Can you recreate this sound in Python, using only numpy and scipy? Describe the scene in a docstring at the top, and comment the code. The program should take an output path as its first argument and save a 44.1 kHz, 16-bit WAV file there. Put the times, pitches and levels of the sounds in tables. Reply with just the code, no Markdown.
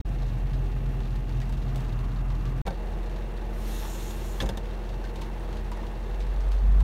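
"""Rain on a parked car, heard inside: noise bursts at random instants, filtered by glass, roof and cabin.
The engine idles beneath as phase-locked harmonics, a boom and low noise; distant tyres swish as filtered noise.
We listen behind the windscreen, where heavy drops ring modes of the glass, then, after a short silence, under
the roof, where the sunroof shade is unlatched, slides back with a frictional hiss and knocks into its stop.
At the end the engine gains speed and its boom grows in the cabin."""
import sys
import numpy as np
from scipy import signal
from scipy.fft import rfft, irfft
from scipy.io import wavfile

SR = 44100
rng = np.random.default_rng(int(sys.argv[2]) if len(sys.argv) > 2 else 0)


def store_pcm(level_fs):
    """Save levels as 16-bit WAV."""
    pcm = np.round(np.clip(level_fs, -1, 1) * 32767).astype(np.int16)
    wavfile.write(sys.argv[1], SR, np.atleast_2d(pcm).T)


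N = 301203
TIME = np.arange(N) / SR
BURST_TIME = TIME[:SR // 8]  # span of one contact or ringing mode


def from_db(db):
    """Logarithmic level: decibels to amplitude gain."""
    return 10 ** (np.asarray(db) / 20)


def rms_one(x):
    """Normalisation by mean power: scale to rms 1."""
    return x / np.sqrt(np.mean(x ** 2) + 1e-20)


def drift(rate):
    """Slow random modulation: straight lines between `rate` random knots per second, scaled to rms 1."""
    knots = rng.standard_normal(4096)
    return rms_one(np.interp(TIME * rate, np.arange(len(knots)), knots))


def ramp(start, length):
    """Linear transition: from 0 at start to 1 after length seconds."""
    return np.clip((TIME - start) / max(length, 1e-3), 0, 1)


def swell(start, rise, end, fall):
    """Amplitude envelope: attack, hold and release, as a gain."""
    return ramp(start, rise) * (1 - ramp(end, fall))


def colour(x, spectrum, resonances=(), size=8192):
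    """Minimum-phase filtering: a causal filter of unit power gain, with steep skirts beyond the spectrum."""
    hz = np.maximum(np.arange(size // 2 + 1) * SR / size, 1)
    points, levels = np.transpose(spectrum)
    octaves_beyond = np.abs(np.log2(hz / np.clip(hz, points[0], points[-1])))
    skirt_db = np.minimum(30 * octaves_beyond, 60)
    db = np.interp(np.log(hz), np.log(points), levels) - skirt_db
    for centre, width, lift in resonances:
        db = db + lift / (1 + (2 * (hz - centre) / width) ** 2)
    # folding the cepstrum onto positive time makes the phase minimal
    cepstrum = irfft(np.log(rms_one(from_db(db))))
    cepstrum[1:size // 2] *= 2
    cepstrum[size // 2 + 1:] = 0
    response = irfft(np.exp(rfft(cepstrum)))[:size // 2]
    return signal.oaconvolve(x, response)[:len(x)]


def grains(per_s, spread_db):
    """Poisson-like impulse process: clicks at random moments, of which big ones are rare."""
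    chance = rng.random(N) * SR / per_s
    at = np.flatnonzero(chance < 1)
    rarity = np.minimum(-np.log(chance[at]), 3.5)
    hits = np.zeros(N)
    hits[at] = from_db(spread_db * rarity) * (-1.0) ** at
    return hits


def impact(crack_t60, tail_t60, tail_db):
    """Impulsive contact: noise with a short crack, then the cabin's dense reflections, both exponential."""
    crack = from_db(-60 * BURST_TIME / crack_t60)
    tail = from_db(tail_db - 60 * BURST_TIME / tail_t60)
    return rng.standard_normal(len(BURST_TIME)) * (crack + tail)


def mode(hz, t60, build_up_s):
    """Modal vibration: a sine that takes a moment to fill, then decays exponentially."""
    envelope = (1 - np.exp(-BURST_TIME / build_up_s)) * from_db(-60 * BURST_TIME / t60)
    return envelope * np.sin(2 * np.pi * (hz * BURST_TIME + rng.random()))


def add(out, s, sound):
    """Superposition: mix a sound in at time s."""
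    at = int(s * SR)
    out[at:at + len(sound)] += sound[:N - at]


def patter(per_s, spread_db, tail_db, count):
    """Random impacts convolved with responses: drops land on several spots, each its own; rms 1."""
    total = np.zeros(N)
    for _ in range(count):
        hits = grains(per_s / count, spread_db)
        total += signal.oaconvolve(hits, impact(0.0041, 0.078, tail_db))[:N]
    return rms_one(total)


# steady rain in each place, and the spread of its slow gusting
SCREEN_RAIN_DB, ROOF_RAIN_DB, GUST_DB = -46.5, -43.5, 0.23
# spectrum of the rain in each place: f/Hz, density level/dB
SCREEN_RAIN_SPECTRUM = [(200, -15), (280, -9.5), (400, -11.5), (480, -8.5), (580, -13.5), (720, -10.5),
                        (900, -21), (1100, -18), (2280, -25), (2950, -28), (3800, -32.5), (6000, -38.5),
                        (9000, -40), (15500, -44.5)]
ROOF_RAIN_SPECTRUM = [(200, -22), (280, -2.5), (335, -5), (415, -4.5), (670, -7.5), (900, -13), (1310, -17),
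                      (1840, -19.5), (2750, -26), (3600, -28), (5660, -35), (9000, -38), (15500, -43.5)]
# resonances of cabin and microphone port, shared by rain and shade: f/Hz, width/Hz, level/dB
CABIN_RESONANCES = [(259, 57, -11), (463, 31, 3), (865, 106, 5.5), (1395, 82, -3), (1720, 670, 2.5),
                    (2720, 71, 6.5), (4820, 260, -6), (7770, 900, -4.5), (10360, 1050, -5)]
# spectrum of a drop's tick: f/Hz, density level/dB
TICK_SPECTRUM = [(1200, -4.5), (2600, 2.5), (3800, 3), (6300, -5.5), (9000, -15), (15000, -21)]
# spectra of fine spray on windscreen and sunroof: f/Hz, density level/dB
SCREEN_SPRAY_SPECTRUM = [(2800, -15), (4000, 4), (6300, 7), (9000, -1), (15000, -10)]
ROOF_SPRAY_SPECTRUM = [(4000, -30), (6000, -9), (8300, 0), (9500, -3), (11000, -16), (15000, -24)]


def rain(under_roof):
    """Shot noise: many small impacts fuse into a dense wash, with sparser ticks and fine spray over it."""
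    wash = patter(per_s=1900, spread_db=0.5, tail_db=-6.0, count=28)
    screen = from_db(SCREEN_RAIN_DB) * colour(wash, SCREEN_RAIN_SPECTRUM, CABIN_RESONANCES)
    roof = from_db(ROOF_RAIN_DB) * colour(wash, ROOF_RAIN_SPECTRUM, CABIN_RESONANCES)
    ticks = from_db(-63.5) * colour(patter(per_s=62, spread_db=2.0, tail_db=14, count=4), TICK_SPECTRUM)
    droplets = patter(per_s=22, spread_db=2.2, tail_db=-16, count=3)
    screen_spray = from_db(-74.5) * colour(droplets, SCREEN_SPRAY_SPECTRUM)
    roof_spray = from_db(-80) * colour(droplets, ROOF_SPRAY_SPECTRUM)
    spray = np.where(under_roof, roof_spray, screen_spray)
    gusting = from_db(GUST_DB * drift(2.25))
    return gusting * np.where(under_roof, roof, screen) + ticks + spray


# the engine idles, then gains speed at a steady rate (firings per s)
IDLE_HZ, PICK_UP_S, PICK_UP_HZ_PER_S = 43.22, 5.88, 5.6
# boom at idle in each place, its growth per Hz above idle, and its slow wander
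SCREEN_BOOM_DB, ROOF_BOOM_DB, BOOM_DB_PER_HZ, BOOM_WANDER_DB = -27.5, -31.5, 2.5, 0.74
# shaking of the body in each place
SCREEN_RUMBLE_DB, ROOF_RUMBLE_DB = -34, -41.5
# a last surge of load lifts boom and rumble together
SURGE_S, SURGE_RISE_S, SURGE_BOOM_DB, SURGE_RUMBLE_DB = 6.625, 0.035, 2.5, 8.5
# under load one cylinder fires harder, so the boom throbs once in four firings until the surge
THROB_DB, THROB_RISE_S = 2.0, .3
# engine harmonics at idle in each place: multiple of the firing rate, rms level/dB
SCREEN_HARMONICS = [(2, -49.5), (3, -37.3), (5, -51), (9, -56)]
ROOF_HARMONICS = [(2, -52.5), (3, -62.5), (4, -54.5), (5, -48.5), (7, -62), (7.5, -55), (8, -54.5),
                  (8.5, -56), (9, -59.5), (11, -55)]
# whine of the belt-driven parts at idle: f/Hz, rms level/dB
BELT_WHINE = [(623.5, -62), (846, -59.5), (2680, -70), (2820, -70)]
# spectrum of the body's rumble in each place: f/Hz, density level/dB
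SCREEN_RUMBLE_SPECTRUM = [(32, -23.5), (55, -4.5), (70, -15), (95, -9.5), (128, -7), (188, -20), (266, -23),
                          (330, -24.5)]
ROOF_RUMBLE_SPECTRUM = [(30, -12), (60, -2.5), (78, -4.5), (100, -3), (125, 0), (165, -6.5), (205, -9.5),
                        (245, -19), (330, -25)]
# cabin resonances on the roof rumble: f/Hz, width/Hz, level/dB
BOOM_RESONANCES = [(75.4, 3.2, 13), (230, 23, 6)]


def engine(under_roof):
    """Harmonic series: boom, harmonics and whine follow one speed; amplitude-modulated noise rumbles below."""
    above_idle = PICK_UP_HZ_PER_S * np.maximum(TIME - PICK_UP_S, 0)
    speed = IDLE_HZ + above_idle
    surge = ramp(SURGE_S, SURGE_RISE_S)
    phase = 2 * np.pi * np.cumsum(speed * (1 + 0.0037 * drift(9))) / SR
    buzz = np.zeros(N)
    for harmonics, share in ((SCREEN_HARMONICS, 1 - under_roof), (ROOF_HARMONICS, under_roof)):
        for k, db in harmonics:
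            # no two firings are alike, which blurs the high harmonics most
            wander = 0.039 * k * drift(14)
            level = from_db(db + 0.27 * k * drift(12))
            buzz += share * level * np.sin(k * phase + wander + 2 * np.pi * rng.random())
    belt_seconds = np.cumsum(speed / IDLE_HZ) / SR  # the belt smooths the jitter of single firings
    for hz, db in BELT_WHINE:
        buzz += from_db(db + 1.0 * drift(8.6)) * np.sin(2 * np.pi * hz * belt_seconds)
    # harmonics and whine weaken by 3 dB per Hz above idle
    buzz *= from_db(-3 * above_idle)
    boom_db = np.where(under_roof, ROOF_BOOM_DB, SCREEN_BOOM_DB)
    boom_db = boom_db + BOOM_DB_PER_HZ * above_idle + SURGE_BOOM_DB * surge
    throb_db = THROB_DB * ramp(PICK_UP_S, THROB_RISE_S) * (1 - surge) * np.sin(phase / 4)
    wander_db = BOOM_WANDER_DB * drift(3.0) + .5 * drift(30)
    boom = from_db(boom_db + throb_db + wander_db) * np.sin(phase)
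    # uneven combustion shakes the body as a low rumble
    shake = rng.standard_normal(N) * (1 + 0.17 * np.sin(phase))
    screen = from_db(SCREEN_RUMBLE_DB) * colour(shake, SCREEN_RUMBLE_SPECTRUM)
    roof = from_db(ROOF_RUMBLE_DB) * colour(shake, ROOF_RUMBLE_SPECTRUM, BOOM_RESONANCES)
    rumble = from_db(SURGE_RUMBLE_DB * surge) * np.where(under_roof, roof, screen)
    return np.sqrt(2) * (boom + buzz) + rumble  # root 2 turns rms levels into sine peaks


# a hit on the near glass is short and dry, one on the roof spreads through the lining:
# t60 of its crack, and level of its tail relative to that crack
GLASS_CRACK_S, ROOF_CRACK_S = .0045, .013
GLASS_TAIL_DB, ROOF_TAIL_DB = -6, -0.5
# the spot rings with a close pair of modes
SPOT_RING_DB, SPOT_T60_S, SPOT_PAIR_RATIO, SPOT_PAIR_DB = -1, 0.1, 1.17, -11
# spectra of a hit's knock and splash: f/Hz, density level/dB
KNOCK_SPECTRUM = [(300, -22), (600, 7), (950, 6), (1800, -1), (3000, -10.5), (6000, -46)]
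SPLASH_SPECTRUM = [(4000, -15), (8300, 0.5), (10400, -7), (12000, -4), (15500, -10)]


def single_hit(s, body_db, splash_db, spot_hz):
    """Impact excitation: a knock sets the spot's modes ringing, with a tick and a fine splash of noise."""
    on_roof = s > PAUSES[1][0]
    crack_s, tail_db = (ROOF_CRACK_S, ROOF_TAIL_DB) if on_roof else (GLASS_CRACK_S, GLASS_TAIL_DB)
    knock = from_db(-16) * colour(impact(0.042, 0.19, 2.0), KNOCK_SPECTRUM, size=1024)
    ring = mode(spot_hz, SPOT_T60_S, 0.0022)
    ring = ring + from_db(SPOT_PAIR_DB) * mode(spot_hz * SPOT_PAIR_RATIO, SPOT_T60_S, 0.002)
    tick = from_db(-10.0) * colour(impact(2 * crack_s, 0.16, tail_db), TICK_SPECTRUM, size=512)
    splash = colour(impact(crack_s, 0.19, tail_db - 10.5), SPLASH_SPECTRUM, size=256)
    body = from_db(body_db) * (knock + from_db(SPOT_RING_DB) * ring)
    return body + tick + from_db(splash_db - 6.5) * splash


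# lighter drops: mean rate, mean level and its spread, body and splash relative to that level
LIGHT_DROPS_PER_S, LIGHT_DROP_DB, LIGHT_SPREAD_DB, LIGHT_BODY_DB, LIGHT_SPLASH_DB = 3, -54, 2.2, 1, -11
# they ring near one pitch, a little different at each spot
PANE_HZ, PANE_SPREAD_OCTAVES = 930, 0.086


def light_drops(count=36):
    """Renewal process: lighter drops from the branches fall at uneven gaps and ring their spots unequally."""
    out = np.zeros(N)
    times = np.cumsum(rng.gamma(2, .5, count)) / LIGHT_DROPS_PER_S
    for s, (size, body, spot) in zip(times[times < TIME[-1]], rng.standard_normal((count, 3))):
        body_db = LIGHT_BODY_DB + LIGHT_SPREAD_DB * body
        spot_hz = PANE_HZ * 2 ** (PANE_SPREAD_OCTAVES * spot)
        sound = single_hit(s, body_db, LIGHT_SPLASH_DB, spot_hz)
        add(out, s, from_db(LIGHT_DROP_DB + LIGHT_SPREAD_DB * size) * sound)
    return out


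# the heaviest drops, and at 4.107 s the sliding shade catching on its rail:
# t/s, overall level/dB, then body level/dB and splash level/dB relative to it
# (each before the trims in single_hit), ring of the spot that is hit f/Hz
HEAVY_HITS = [(0.2216, -40, -2.5, -19, 770), (0.232, -42, -6, -22, 910), (0.2889, -45, -7, -10, 870),
              (0.4969, -44, -8, -16, 880), (0.5347, -39, -10, -26, 1660), (1.0045, -44, 2, -16, 850),
              (1.1533, -40, -9, -24, 900), (1.1583, -39.5, -10, -12, 1820), (1.2938, -40, -7, -22, 880),
              (1.4022, -37.5, -6, -6, 1690), (1.415, -37, -9, -16, 1920), (1.4172, -38, -8, -18, 1900),
              (1.4936, -43, 1, -1, 910), (1.5243, -37.5, -12, -6, 900), (1.576, -42, -9, -10, 900),
              (1.6227, -39, -12, -22, 900), (1.7465, -44, -8, -12, 900), (1.7587, -36, -0.5, 1.5, 700),
              (1.781, -43, -8, -16, 900), (1.803, -46, -8, -8, 900), (1.807, -41, -6, -4, 900),
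              (1.848, -42, -7, -14, 900), (1.9904, -39, -6, -10, 1080), (2.3026, -39.5, -5, -20, 990),
              (2.454, -38, -8, -19, 1170), (3.0967, -48, -6, -22, 890), (3.161, -46, -8, -21, 810),
              (4.107, -40.5, 2, -12, 906), (4.655, -46, -11, -24, 900), (4.89, -43.5, -14, -28, 900),
              (5.0402, -43.5, 2, -20, 1550), (5.05, -44, 0, -20, 1800), (5.1576, -41, 0, -6, 900),
              (5.212, -44, 1, -12, 900), (5.217, -37, 0, -9, 908), (5.5275, -42, -1, -18, 914),
              (5.5688, -42.5, -8, -24, 900), (5.7163, -40.5, 7, -7, 965), (5.7713, -46.5, 10, -6, 850),
              (5.784, -56, 10.5, -22, 1830), (5.829, -49, 8, -18, 945), (5.866, -45, -7, -18, 905),
              (6.204, -41.5, -7, -19, 910), (6.211, -46, -9, -20, 900), (6.221, -47, -9, -20, 900),
              (6.405, -44, -10, -20, 900), (6.518, -40, -15, -8, 900), (6.8044, -44.5, 5, -1, 990)]


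def heavy_hits():
    """Superposed transients: fat drops from the branches, and one catch of the shade on its rail, stand out."""
    out = np.zeros(N)
    for s, db, body_db, splash_db, spot_hz in HEAVY_HITS:
        add(out, s, from_db(db) * single_hit(s, body_db, splash_db, spot_hz))
    return out


# cars passing on a wet road some way off: start t/s, approach/s, end t/s, level/dB
PASSING_CARS = [(1.5, 0.3, 2.62, -53), (5.7, 1.5, 7.9, -51.5)]
# tyre noise through the glass: f/Hz, density level/dB
TYRE_SPECTRUM = [(600, -15), (900, -6), (1150, -2), (1400, -8.5), (1800, -13.5), (2600, -23)]


def traffic():
    """Broadband noise under an envelope: far tyres swish on wet asphalt, swelling as each car nears."""
    nearness = sum(from_db(db) * swell(s, approach, end, fall=.03) for s, approach, end, db in PASSING_CARS)
    return nearness * colour(rng.standard_normal(N), TYRE_SPECTRUM)


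# the place of a knock favours the modes near one pitch
FAVOUR_DB, FAVOUR_OCTAVES = 5, 0.25
# the first snap of a knock: level relative to its clack, and decay
SNAP_DB, SNAP_T60_S = -2, .011
# the touching part rings briefly and cleanly: level relative to its clack, and cycles to fall 60 dB
PART_RING_DB, PART_CYCLES = -1.5, 160
# knocks of the shade: t/s, clack level/dB, panel level/dB, thump level/dB (clack and panel before trims),
# ring of the touching part f/Hz, top of the clack f/Hz, panel mode hit hardest f/Hz
SHADE_KNOCKS = [(2.6655, -39.5, -50, -50, 4330, 15000, 800), (2.668, -43, -32, -35, 1380, 14000, 800),
                (2.672, -41.5, -31, -32, 2240, 15000, 541), (2.6775, -37.5, -29.5, -30, 1524, 15000, 790),
                (2.706, -43.5, -34.5, -33, 4370, 9000, 550), (4.403, -24.5, -47, -43, 3450, 4800, 950),
                (4.407, -35, -35, -50, 3750, 13000, 1734), (4.412, -34.5, -40, -42, 2750, 6000, 1730),
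                (4.4145, -35, -36, -49, 4930, 14000, 1730), (4.423, -33.5, -40, -24.5, 6440, 14000, 950),
                (4.431, -44, -33.5, -26, 6300, 9000, 920), (4.44, -60, -31, -23.5, 1700, 7000, 300),
                (4.458, -43, -46, -57, 6940, 12000, 930), (4.462, -42, -39, -60, 7150, 15000, 930),
                (4.490, -32, -34, -33, 3450, 14000, 930), (4.495, -39, -34.5, -29.5, 5100, 9000, 544),
                (4.5729, -35.5, -35.5, -43, 3680, 15000, 950)]
# modes of the shade panel: f/Hz, level/dB, t60/s
PANEL_MODES = [(199, 5, 0.11), (284, -1, 0.093), (336, -3, 0.095), (410, 4, 0.065), (539, 5, 0.096),
               (700, 4, 0.038), (785, 2, 0.083), (914, -0.5, 0.12), (1034, 1, 0.042), (1220, -2.5, 0.035),
               (1356, -10.5, 0.081), (1551, -9, 0.12), (1726, -24, .07), (2236, -6, 0.05)]
# spectra of the plastic catch and the roof lining: f/Hz, density level/dB
CLACK_SPECTRUM = [(500, 3), (1200, -2), (2300, -3), (3500, 3.5), (4600, -3), (6400, -6), (8300, -12),
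                  (10400, -12), (12500, -10), (15500, -17)]
THUMP_SPECTRUM = [(25, -39), (52, 13), (90, -8), (150, -1), (300, -12.5), (600, -14), (1200, -47),
                  (2000, -37)]
# resonances of the catch: f/Hz, width/Hz, level/dB
CATCH_RESONANCES = [(1734, 250, 11.5), (2700, 140, 2), (3540, 360, 1), (4400, 300, -3), (5100, 200, 2),
                    (5700, 350, -2), (6180, 220, 6), (8660, 330, 9)]


def shade_knocks():
    """Modal excitation by impact: each knock clacks the catch, rings the panel and thumps the lining."""
    out = np.zeros(N)
    for s, clack_db, panel_db, thump_db, ring_hz, top_hz, favoured_hz in SHADE_KNOCKS:
        panel = 0
        for hz, db, t60 in PANEL_MODES:
            favour_db = FAVOUR_DB * np.exp(-(np.log2(hz / favoured_hz) / FAVOUR_OCTAVES) ** 2)
            panel = panel + from_db(db + favour_db + rng.normal()) * mode(hz, t60, 0.0016)
        contact = impact(0.039, 0.1, -14.0) + from_db(SNAP_DB) * impact(SNAP_T60_S, .03, -30)
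        clack = colour(contact, CLACK_SPECTRUM, CATCH_RESONANCES, size=2048)
        # softer contacts are duller
        clack = signal.sosfilt(signal.butter(2, top_hz, fs=SR, output="sos"), clack)
        clack = clack + from_db(PART_RING_DB) * mode(ring_hz, PART_CYCLES / ring_hz, 0.00018)
        thump = colour(impact(.07, .18, -14), THUMP_SPECTRUM)
        knock = from_db(clack_db - 3.5) * clack + from_db(panel_db - 7.5) * panel
        add(out, s, knock + from_db(thump_db) * thump)
    return out


# one push of the shade: the rubbing rises, then sags until it stops
SLIDE_START_S, SLIDE_RISE_S, SLIDE_STOP_S, SLIDE_FALL_S = 3.42, 0.29, 4.41, 0.17
SLIDE_DB, SLIDE_SAG_DB_PER_S = -44.5, 3.5
# part-way along, the rubbing shifts from its shut towards its open colour
OPENING_S, OPENING_LASTS_S = 3.81, .13
# near the end of its travel the shade runs more freely
FREE_S, FREE_DB = 4.11, -2.5
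# the weave snags on the rails: coarse grains per s, and their level relative to the fine friction
SNAGS_PER_S, SNAG_DB = 260, -12.5
# sharpness of the rail resonances, and the spread and rate of their wavering
RAIL_Q, RAIL_WAVER_DB, RAIL_WAVERS_PER_S = 8, 1.6, 22
GROAN_DB = -44.5
# rubbing with the shade nearly shut and nearly open: f/Hz, density level/dB
SHUT_SPECTRUM = [(900, -7), (1700, -9), (2400, -10.5), (3700, -6), (4800, -10), (5700, -8), (7000, -12.5),
                 (8500, -11), (10300, -13), (11300, -8), (12600, -10.5), (15500, -20)]
OPEN_SPECTRUM = [(900, -6), (1700, -10), (2700, -8), (3600, -6), (4800, -11), (6000, -4), (7000, 2),
                 (7800, -3.5), (9400, -7.5), (10400, -9), (12200, -9), (13500, -13), (15500, -17)]
# resonances of the rails, which come and go with the pressure on them: f/Hz
RAIL_RESONANCES = [3700, 5700, 7000, 8900, 11400, 12700]
# the weave catches on a rail with a sharp tick: t/s, level/dB before a trim
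WEAVE_CATCHES = [(3.934, -36), (4.0056, -39)]
# half-way the shade binds briefly and its panel groans: start t/s, rise/s, end t/s, fall/s
BINDING_ENVELOPE = (3.80, .04, 3.855, .03)
# spectrum of that groan: f/Hz, density level/dB
GROAN_SPECTRUM = [(550, -3), (800, 2), (1300, -3), (1900, -5), (2600, -17), (3800, -8)]


def shade_slide():
    """Friction as dense random slips: fabric edges rub and snag along resonant rails, and the panel binds once."""
    push = swell(SLIDE_START_S, SLIDE_RISE_S, SLIDE_STOP_S, SLIDE_FALL_S) ** 2
    sag_db = SLIDE_SAG_DB_PER_S * np.maximum(TIME - SLIDE_START_S - SLIDE_RISE_S, 0)
    rub_db = SLIDE_DB - sag_db + FREE_DB * ramp(FREE_S, 0.02)
    # share of the open colour; the shade rocks as it goes
    opening = np.clip(0.092 + 0.47 * ramp(OPENING_S, OPENING_LASTS_S) + 0.15 * drift(24.3), 0, 1)
    fine = rms_one(grains(per_s=17000, spread_db=2.5))
    snags = rms_one(grains(SNAGS_PER_S, spread_db=0.0))
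    friction = rms_one(fine + from_db(SNAG_DB) * snags)
    shut = colour(friction, SHUT_SPECTRUM, CABIN_RESONANCES)
    opened = colour(friction, OPEN_SPECTRUM, CABIN_RESONANCES)
    grip_db = 0.64 * drift(40)  # the rails do not grip evenly
    rubbing = push * from_db(rub_db + grip_db) * ((1 - opening) * shut + opening * opened)
    for hz in RAIL_RESONANCES:
        resonance = signal.lfilter(*signal.iirpeak(hz, RAIL_Q, fs=SR), rubbing)
        waver = from_db(RAIL_WAVER_DB * drift(RAIL_WAVERS_PER_S))
        rubbing = rubbing + (waver - 1) * resonance
    for s, db in WEAVE_CATCHES:
        add(rubbing, s, from_db(db - 13) * colour(impact(.03, .06, -15), OPEN_SPECTRUM, size=1024))
    slips = rms_one(grains(per_s=700, spread_db=2.5))
    groan = swell(*BINDING_ENVELOPE) * colour(slips, GROAN_SPECTRUM, CABIN_RESONANCES)
    return rubbing + from_db(GROAN_DB) * groan


def scene():
    """Linear superposition at one microphone, first behind the windscreen, then under the roof."""
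    under_roof = (TIME > PAUSES[1][0]) * 1.0
    inside = engine(under_roof) + shade_slide() + shade_knocks()
    return (inside + traffic() + rain(under_roof) + heavy_hits() + light_drops())[None]


CUTOFF_HZ, EDGE_S, FADE_IN_S = 15750, .004, 0.0078
# silences before each place is heard: start t/s, end t/s
PAUSES = [(.013, .048), (2.616, 2.651)]


def record(dry):
    """Gating and band limitation: each place fades in after a short silence; a steep low-pass cuts the top."""
    running = swell(0, EDGE_S, TIME[-1] - EDGE_S, EDGE_S)
    for start, end in PAUSES:
        running = running * (1 - swell(start, 0, end, FADE_IN_S))
    low_pass = signal.ellip(12, .1, 90, CUTOFF_HZ, fs=SR, output="sos")
    return signal.sosfilt(low_pass, dry * running)


dry = scene()
out = record(dry)
store_pcm(out)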